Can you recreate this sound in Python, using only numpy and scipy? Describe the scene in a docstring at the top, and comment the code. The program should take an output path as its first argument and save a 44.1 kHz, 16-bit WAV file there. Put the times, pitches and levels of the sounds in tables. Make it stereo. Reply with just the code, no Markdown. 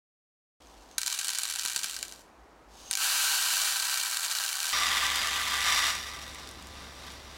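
"""On a kitchen counter, dry rice is poured into a glazed pot. It slides in a cup, a first trickle ticks
on the bare bottom, then a full stream builds a bed of grains. Each grain is a tiny click that makes
the pot ring. From CLOSE_S on the microphone is at the rim: the pot rings more strongly, the room's hum
is louder, and the rattle softens to a hiss as rice lands on the heap."""
import sys
import numpy as np
from scipy import signal
from scipy.fft import rfft, irfft, next_fast_len
from scipy.io import wavfile
from scipy.ndimage import uniform_filter1d, map_coordinates

SR = 44100
rng = np.random.default_rng(int(sys.argv[2]) if len(sys.argv) > 2 else 0)


def int16_out(signal):
    """Quantize to a 16-bit WAV file."""
    q = np.round(np.clip(np.atleast_2d(signal).T, -1, 1) * 32767)
    wavfile.write(sys.argv[1], SR, q.astype(np.int16))


N = 325017
TIME = np.arange(N) / SR
FFT_SIZE = next_fast_len(N + SR // 2, True)
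HZ = np.fft.rfftfreq(FFT_SIZE, 1 / SR)
START_S, CLOSE_S = 0.603, 4.725  # the room tone begins; the microphone is at the rim from here on
TOP_HZ = 16300  # nothing is heard above this


def amp(db):
    """Turn decibels into a number to multiply a sound by."""
    return 10 ** (np.asarray(db) / 20)


def unit(x):
    """Scale x to an average power of 1."""
    return x / np.sqrt(np.mean(np.abs(x) ** 2) + 1e-20)


def along(points, hz=HZ):
    """Join (f/Hz, value) rows into a curve, giving each octave equal room."""
    knots, value = np.transpose(points)
    return np.interp(np.log(hz + 1), np.log(knots), value)


def curve(rows):
    """Join (t/s, value) rows with straight lines."""
    return np.interp(TIME, *np.transpose(rows))


def between(start, end):
    """Switch on from start to end, with edges of a few milliseconds."""
    return uniform_filter1d(((TIME >= start) & (TIME < end)) * 1., size=128)


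def envelope(start, rise_s, stop, fade_db_per_s):
    """A volume that rises to 1, holds until stop and dies away."""
    return np.clip((TIME - start) / rise_s, 0, 1) * amp(-fade_db_per_s * np.maximum(TIME - stop, 0))


def wobble(rate):
    """A smooth curve through `rate` random values a second."""
    return map_coordinates(rng.standard_normal(int(N * rate / SR) + 4), [TIME * rate])


def filtered(x, response):
    """Turn each frequency of x up or down as the response says."""
    return irfft(rfft(x, FFT_SIZE) * response, FFT_SIZE)[..., :N]


def body(colour, rings=(), size=16384):
    """How an object answers a tap: a broad tone colour, plus pitches that ring on."""
    grid = np.fft.rfftfreq(size, 1 / SR)
    rings_db = sum(gain / (1 + (2 * (grid - hz) / width) ** 2) for hz, width, gain in rings)
    cepstrum = irfft(np.log(amp(along(colour, grid) + rings_db)))
    cepstrum[1:size // 2] *= 2  # this fold puts the ringing after the tap, never before
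    cepstrum[size // 2 + 1:] = 0
    tap_answer = irfft(np.exp(rfft(cepstrum)))
    return unit(rfft(tap_answer, FFT_SIZE))


def stereo(pair, response, width):
    """Colour a mid (shared by both ears) and a side (what sets them apart); return left and right."""
    side_response = -1j * response * amp(along(width))  # the ears differ mainly in timing
    mid, side = filtered(pair, np.array([response, side_response]))
    return np.array([mid + side, mid - side])


def contacts(rate, range_db):
    """About `rate` random hits a second, full falls and weaker bounces, with an average power of 1."""
    hits = (rng.random(N) < rate / SR) * amp(-range_db * rng.random(N))
    power = uniform_filter1d(uniform_filter1d(hits ** 2, size=2048), size=2048)
    return hits / np.sqrt(np.abs(power) + 1e-9)


def falls(start, end, level_db, count, spread_db=1.8):
    """(t/s, level/dB) rows for grains that drop from one height at random moments."""
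    when = (np.arange(count) + rng.random(count)) / count
    times = np.minimum(start + (end - start) * when, TIME[-SR // 50])
    return np.transpose([times, level_db + spread_db * rng.standard_normal(count)])


def strikes(rows, ping_hz=7600, ping_t60=.0026, ping=0.33):
    """One click per (t/s, level/dB) row, with the grain's own brief ping at a random pitch."""
    blows, t = np.zeros(N), np.arange(SR // 100) / SR
    for (s, db), detune in zip(rows, rng.standard_normal(len(rows))):
        pitch_hz = ping_hz * np.exp(0.24 * detune)
        click = ping * np.cos(2 * np.pi * pitch_hz * t) * amp(-60 * t / ping_t60)
        click[0] += 1
        blows[round(s * SR):][:len(t)] += amp(db) * click / np.linalg.norm(click)
    return blows


def scatter(blows, t60):
    """Blurred echoes: each hit leaves a tail of noise that fades by 60 dB in t60 seconds."""
    keep = amp(-120 / (max(t60, 1e-3) * SR))
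    energy = signal.lfilter([1 - keep], [1, -keep], blows ** 2)
    return np.sqrt(energy) * rng.standard_normal((2, N))


def echoing(blows, bowl_db, room_db, bowl_t60=0.011, room_t60=0.4, lean=0.6, spread=0.69):
    """Mid and side of clicks from scattered spots, with echoes in the pot or cup and in the kitchen."""
    place = lean + spread * rng.standard_normal(N)
    direct = -blows * np.array([np.ones(N), place])
    bowl = amp(bowl_db) * scatter(blows, bowl_t60)
    room = amp(room_db) * scatter(blows, room_t60)
    return (direct + bowl + room) / np.sqrt(1 + amp(bowl_db) ** 2 + amp(room_db) ** 2)


def hum(hz, drift, waver_db=1.0):
    """A machine's low hum, slightly unsteady in level and pitch."""
    level = np.sqrt(2) * amp(waver_db * wobble(11))
    return level * np.sin(2 * np.pi * hz * TIME + drift * wobble(6.9))


# tone colour of the kitchen's air and machines, above the pot and at its rim (f/Hz, level/dB)
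AIR_COLOUR = [(25, -24), (50, 6), (110, -13), (300, -4.5), (500, -6), (950, -5.5), (1800, -15),
              (3200, -23.5), (6500, -27.5), (10000, -35), (15000, -41)]
RIM_AIR_COLOUR = [(25, -35), (38, -1), (55, -4), (90, -4), (140, -7.5), (260, -5), (450, -10), (900, -18.5),
                  (2000, -30), (8000, -33)]
# how wide the room sounds (f/Hz, side over mid level/dB)
AIR_WIDTH = [(60, -33), (180, -14.5), (600, -6.5), (4000, 1.5)]
def kitchen(rice, lag_s=0.062):
    """Air and hum: above the pot they sink while the rice is loud; at the rim they hold steady."""
    keep = np.exp(-1 / (lag_s * SR))
    rice_power = signal.lfilter([1 - keep], [1, -keep], np.mean(rice ** 2, axis=0))
    rice_db = 10 * np.log10(rice_power + 1e-12)
    sink_db = np.interp(rice_db, [-36, -30], [0, 12])
    above = amp(-56) * stereo(rng.standard_normal((2, N)), body(AIR_COLOUR), AIR_WIDTH)
    above += amp(-65.5) * hum(hz=53.5, drift=0.33)
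    at_rim = amp(-53) * stereo(rng.standard_normal((2, N)), body(RIM_AIR_COLOUR), AIR_WIDTH)
    at_rim += amp(-54) * hum(hz=69.5, drift=0.2)
    return above * amp(-sink_db) * between(START_S, CLOSE_S) + at_rim * (TIME >= CLOSE_S)


def counter_echoes(rice, count=12, echo_db=-24):
    """Weak, quick echoes off the counter and the wall behind the pot colour the rattle."""
    delay_s = rng.uniform(0.004, 0.028, count)
    paths = np.zeros(SR // 10)
    paths[0] = 1
    paths[np.round(delay_s * SR).astype(int)] += amp(echo_db) * rng.choice([-1, 1], count)
    return filtered(rice, unit(rfft(paths, FFT_SIZE)))


# each tilt of the cup (start t/s, time to full speed t/s, rice leaves the lip t/s, level/dB)
CUP_TILTS = [(0.6, 0.0067, 1.1, -61.5), (2.67, 0.23, 2.91, -47)]
# grains that tap the cup's lip (t/s, level/dB)
LIP_TAPS = [(0.671, -30), (0.822, -33), (0.913, -24), (2.801, -30)]
# tone colour of a hit in the cup (f/Hz, level/dB)
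CUP_COLOUR = [(300, -12), (800, -4), (2000, -14), (2900, -3.5), (5000, -3.5), (7500, -8), (10500, -14),
              (15500, -22)]
# pitches at which the cup rings (f/Hz, width/Hz, level/dB)
CUP_RINGS = [(776, 23, 21), (2850, 200, 2.8), (6360, 450, 17)]
# how wide all the rice sounds from above the pot (f/Hz, side over mid level/dB)
RICE_WIDTH = [(200, -7.5), (1200, -6.5), (3000, -6), (7000, -3.5), (14000, -1)]
def sliding_in_cup(travel_s=0.22):
    """Grains rub and tap along the tilted cup, which rings as they reach its lip."""
    inside, lip = np.zeros(N), strikes(LIP_TAPS)
    for start, rise_s, leaves, db in CUP_TILTS:
        level = amp(db) * envelope(start, rise_s, leaves, fade_db_per_s=160)
        at_lip = np.clip(1 + (TIME - leaves) / travel_s, 0, 1)
        inside += contacts(2000, range_db=32) * level * np.sqrt(1 - at_lip)
        lip += contacts(2000, range_db=4) * level * np.sqrt(at_lip)
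    return sum(stereo(echoing(blows, bowl_db=10.5, room_db=5.5), body(CUP_COLOUR, rings), RICE_WIDTH)
               for blows, rings in [(inside, []), (lip, CUP_RINGS)])


# grains that stand out: the first, the hardest, the last stragglers (t/s, relative level/dB)
LOUD_GRAINS = [(0.9816, -9), (0.9841, -9), (1.0162, -12.5), (1.0324, -14), (1.0633, -13.5), (1.0715, -13.5),
               (1.0788, -11), (1.1403, -17), (1.283, -10.5), (1.3497, -14.5), (1.3857, -12),
               (1.4336, -12.5), (1.5, -13), (1.5952, -12), (1.623, -22), (1.6516, -11), (1.683, -14.5),
               (1.762, -8.5), (1.8431, -11), (1.8714, -24), (1.9496, -25), (1.9652, -18), (2.0284, -13.5),
               (2.1234, -24.5), (2.9117, -8), (2.9301, -14), (2.9363, -13.5), (2.9533, -10), (2.9731, -12),
               (4.2832, -25), (4.6302, -14.5), (4.6708, -27)]
# a brief low thud under the heaviest ticks (t/s, level/dB)
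LOW_THUDS = [(1.6522, -24), (1.7624, -17.5), (1.8443, -27), (2.0289, -28), (2.9534, -35.5)]
# tone colour of a hit on bare glaze (f/Hz, level/dB)
GLAZE_COLOUR = [(150, -30.5), (450, -27), (800, -15), (1300, -6.5), (2600, -2.5), (4200, 0.5), (5500, -1.5),
                (7500, -2), (10500, -5.5), (15500, -16.5)]
# the pot's rings from above; a negative level is a hollow in the tone (f/Hz, width/Hz, level/dB)
POT_RINGS = [(640, 60, 3), (790, 70, 5), (900, 50, -2), (980, 60, 7), (1060, 50, -7), (1125, 50, 5),
             (1195, 50, -3), (1320, 60, 4), (1556, 105, 10), (1760, 100, -3), (1885, 70, 3),
             (2095, 170, -9), (2320, 100, 5), (2520, 80, -3), (2880, 80, 3), (3060, 160, 3),
             (3400, 220, -4), (4130, 200, 3), (4560, 200, 3), (5250, 500, -2), (5930, 160, 3),
             (7400, 400, 2)]
def trickle(start_s=1.02, stop_s=1.867, settled_s=2.22, sag_db_per_s=4.5):
    """Single grains strike the glaze hard, then skitter about; a low thud sounds under the heaviest."""
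    level = envelope(start_s, 0.11, stop_s, fade_db_per_s=53.5)  # dies away once the cup is righted
    level *= amp(-35.5 - sag_db_per_s * (TIME - start_s))
    landings = level * strikes(falls(start_s, settled_s, level_db=21, count=56))
    late_ticks = strikes(falls(3.5, CLOSE_S, level_db=-15.5, count=36))  # as the full stream thins
    ticks = strikes(LOUD_GRAINS) + landings + late_ticks
    hard = amp(8) * echoing(ticks, bowl_db=0.5, room_db=-7, bowl_t60=0.017, spread=0.51)
    skitter = echoing(contacts(900, range_db=35) * level * (TIME < settled_s), bowl_db=0, room_db=-2.5)
    thuds = echoing(strikes(LOW_THUDS, ping=0), bowl_db=5, room_db=-1, bowl_t60=0.025)
    glaze = body(GLAZE_COLOUR, POT_RINGS)
    bright = amp(5 * np.log2(np.clip(HZ, 12800, TOP_HZ) / 12800))  # hard landings have more treble
    dull = body([(60, 3), (250, 1), (800, 2), (2000, -7), (6000, -50)])
    return sum(stereo(hits, response, RICE_WIDTH)
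               for hits, response in [(hard, glaze * bright), (skitter, glaze), (thuds, dull)])


# rice on the pot's wall: two surges, then the heap takes all but a small spill (t/s, level/dB)
WALL_FLOW = [(4.73, -26.5), (5.03, -28), (5.2, -30), (5.6, -30), (5.7, -25), (5.87, -26.5), (6.0, -38.5),
             (6.35, -48), (6.7, -66.5), (7.03, -54.5), (7.1, -49), (7.25, -71)]
# the stream narrows after the first surge and spreads with the second (t/s, 0 narrow to 1 broad)
STREAM_BREADTH = [(4.75, 0.9), (4.95, 0.1), (5.58, 0), (5.7, 0.85)]
# grains that glance off the wall near the rim (t/s, relative level/dB)
GLANCING_GRAINS = [(5.066, -21.5), (5.1588, -20), (5.2719, -23), (6.4899, -34), (7.0673, -39),
                   (7.1207, -38)]
# tone colour of a hit on the wall and on the heap (f/Hz, level/dB)
WALL_COLOUR = [(150, -34), (450, -20.5), (800, -6.5), (1400, -3), (2600, -2.5), (4200, -6), (7500, -9),
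               (10500, -15), (15500, -22)]
HEAP_COLOUR = [(150, -12.5), (500, 2), (800, 4.5), (1400, 2), (2600, -0.5), (4200, -0.5), (7500, -8),
               (10500, -13.5), (15500, -30)]
# rings and hollows at the rim; extra rings under a narrow or broad stream (f/Hz, width/Hz, level/dB)
RIM_RINGS = [(920, 60, -4), (1005, 52, 7), (1185, 90, 12), (1564, 25, 6), (1772, 45, 10), (1850, 40, -4),
             (1945, 55, 11), (2020, 40, 7), (2147, 44, 6), (2370, 60, 3), (2690, 50, 4), (2775, 60, -4),
             (2865, 47, 6), (3600, 450, 7), (4296, 47, 4), (7600, 150, 3), (8100, 250, 3), (8800, 450, -4),
             (9950, 400, 4), (12200, 150, 5)]
NARROW_RINGS = [(3210, 100, 6.5), (4880, 33, 13.5), (5970, 300, 1.5)]
BROAD_RINGS = [(3760, 220, 4.3), (4830, 220, 7.9), (5660, 400, 9.5)]
# how wide the rice sounds at the rim (f/Hz, side over mid level/dB)
RIM_WIDTH = [(200, -30), (1200, -9.5), (3000, -6.5), (7000, 0.5), (14000, 4.5)]
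# how it leans to the right (f/Hz, left over right level/dB)
RIM_BALANCE = [(400, -1), (2400, -1), (4400, -4.5), (8000, -3), (15000, -2.5)]
def stream_at_rim(heap_db=-48):
    """Heard at the rim, grains that reach the wall ring the pot; those on the heap only hiss."""
    flow_db, close = curve(WALL_FLOW), TIME >= CLOSE_S
    rate = 3600 * 2 ** ((flow_db + 29) / 8.5)  # hits a second, doubling every 8.5 dB
    wall_hits = contacts(rate, range_db=39) * amp(flow_db + 0.57 * wobble(25)) * close
    wall = echoing(wall_hits, bowl_db=2, room_db=-0.5)
    heap_hits = contacts(6000, range_db=17) * amp(heap_db + 1.15 * wobble(14)) * close
    heap = echoing(heap_hits, bowl_db=-3, room_db=-12)
    jumpers = falls(6.2, 6.7, level_db=-38, count=8)  # weaker grains jump off the heap
    glancing = echoing(strikes([*GLANCING_GRAINS, *jumpers]), bowl_db=13, room_db=-4)
    narrow_rings, broad_rings = [*RIM_RINGS, *NARROW_RINGS], [*RIM_RINGS, *BROAD_RINGS]
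    damped = [(hz, width, 0.57 * db) for hz, width, db in broad_rings]  # the heap muffles the ringing
    broad = curve(STREAM_BREADTH)
    rice = (1 - broad) * stereo(wall, body(WALL_COLOUR, narrow_rings), RIM_WIDTH)
    rice += broad * stereo(wall, body(WALL_COLOUR, broad_rings), RIM_WIDTH)
    rice += stereo(heap, body(HEAP_COLOUR, damped), RIM_WIDTH)
    rice += amp(15) * stereo(glancing, body(GLAZE_COLOUR, damped), RIM_WIDTH)
    return filtered(rice, amp(np.outer([.5, -.5], along(RIM_BALANCE))))


# the full stream opens at once, holds, then is eased back (t/s, level/dB)
FULL_FLOW = [(2.972, -31.5), (3.03, -26.5), (3.2, -26.5), (3.68, -28), (3.78, -30.5), (3.92, -30),
             (4.14, -33), (4.39, -31.5), (4.54, -34), (4.72, -32)]
# tone colour of a hit on a thin bed of rice (f/Hz, level/dB)
BED_COLOUR = [(150, -29), (450, -24.5), (800, -10), (1300, -2), (2600, -3), (4200, 1), (5500, -1),
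              (7500, -1.5), (10500, -4.5), (15500, -11)]
# the pot's bottom rings until rice covers it (f/Hz, width/Hz, level/dB)
BOTTOM_RINGS = [(2630, 81, 6.5), (2880, 200, 2.5), (4500, 260, 0)]
def full_stream(covering_s=(3.45, 4.1), dulling_db_per_octave=0.37):
    """The stream rattles in uneven clumps and thins out, while a deepening bed softens each hit."""
    flow_db = curve(FULL_FLOW)
    rate = 11000 * 2 ** ((flow_db + 26.5) / 2.05)  # hits a second, doubling every 2.05 dB
    level = amp(flow_db + 0.37 * wobble(30)) * between(2.97, CLOSE_S)
    rattle = echoing(contacts(rate, range_db=22) * level, bowl_db=0, room_db=-3.5)
    depth = np.interp(TIME, covering_s, [0, 1])
    cushioned = [(hz, db - dulling_db_per_octave * np.log2(max(hz / 1500, 1))) for hz, db in BED_COLOUR]
    thin_bed = stereo(rattle, body(BED_COLOUR, [*POT_RINGS, *BOTTOM_RINGS]), RICE_WIDTH)
    deep_bed = stereo(rattle, body(cushioned, POT_RINGS), RICE_WIDTH)
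    return (1 - depth) * thin_bed + depth * deep_bed


def scene():
    """The cup, the three stages of the pour and the kitchen around them."""
    rice = counter_echoes(sliding_in_cup() + trickle() + full_stream() + stream_at_rim())
    return rice + kitchen(rice)


def record(dry):
    """Round off the sharpest peaks and cut the very highest treble."""
    rounded = dry / (1 + (dry / .47) ** 4) ** .25
    return filtered(rounded, np.clip((TOP_HZ - HZ) / 500, 0, 1))


dry = scene()
out = record(dry)
int16_out(out)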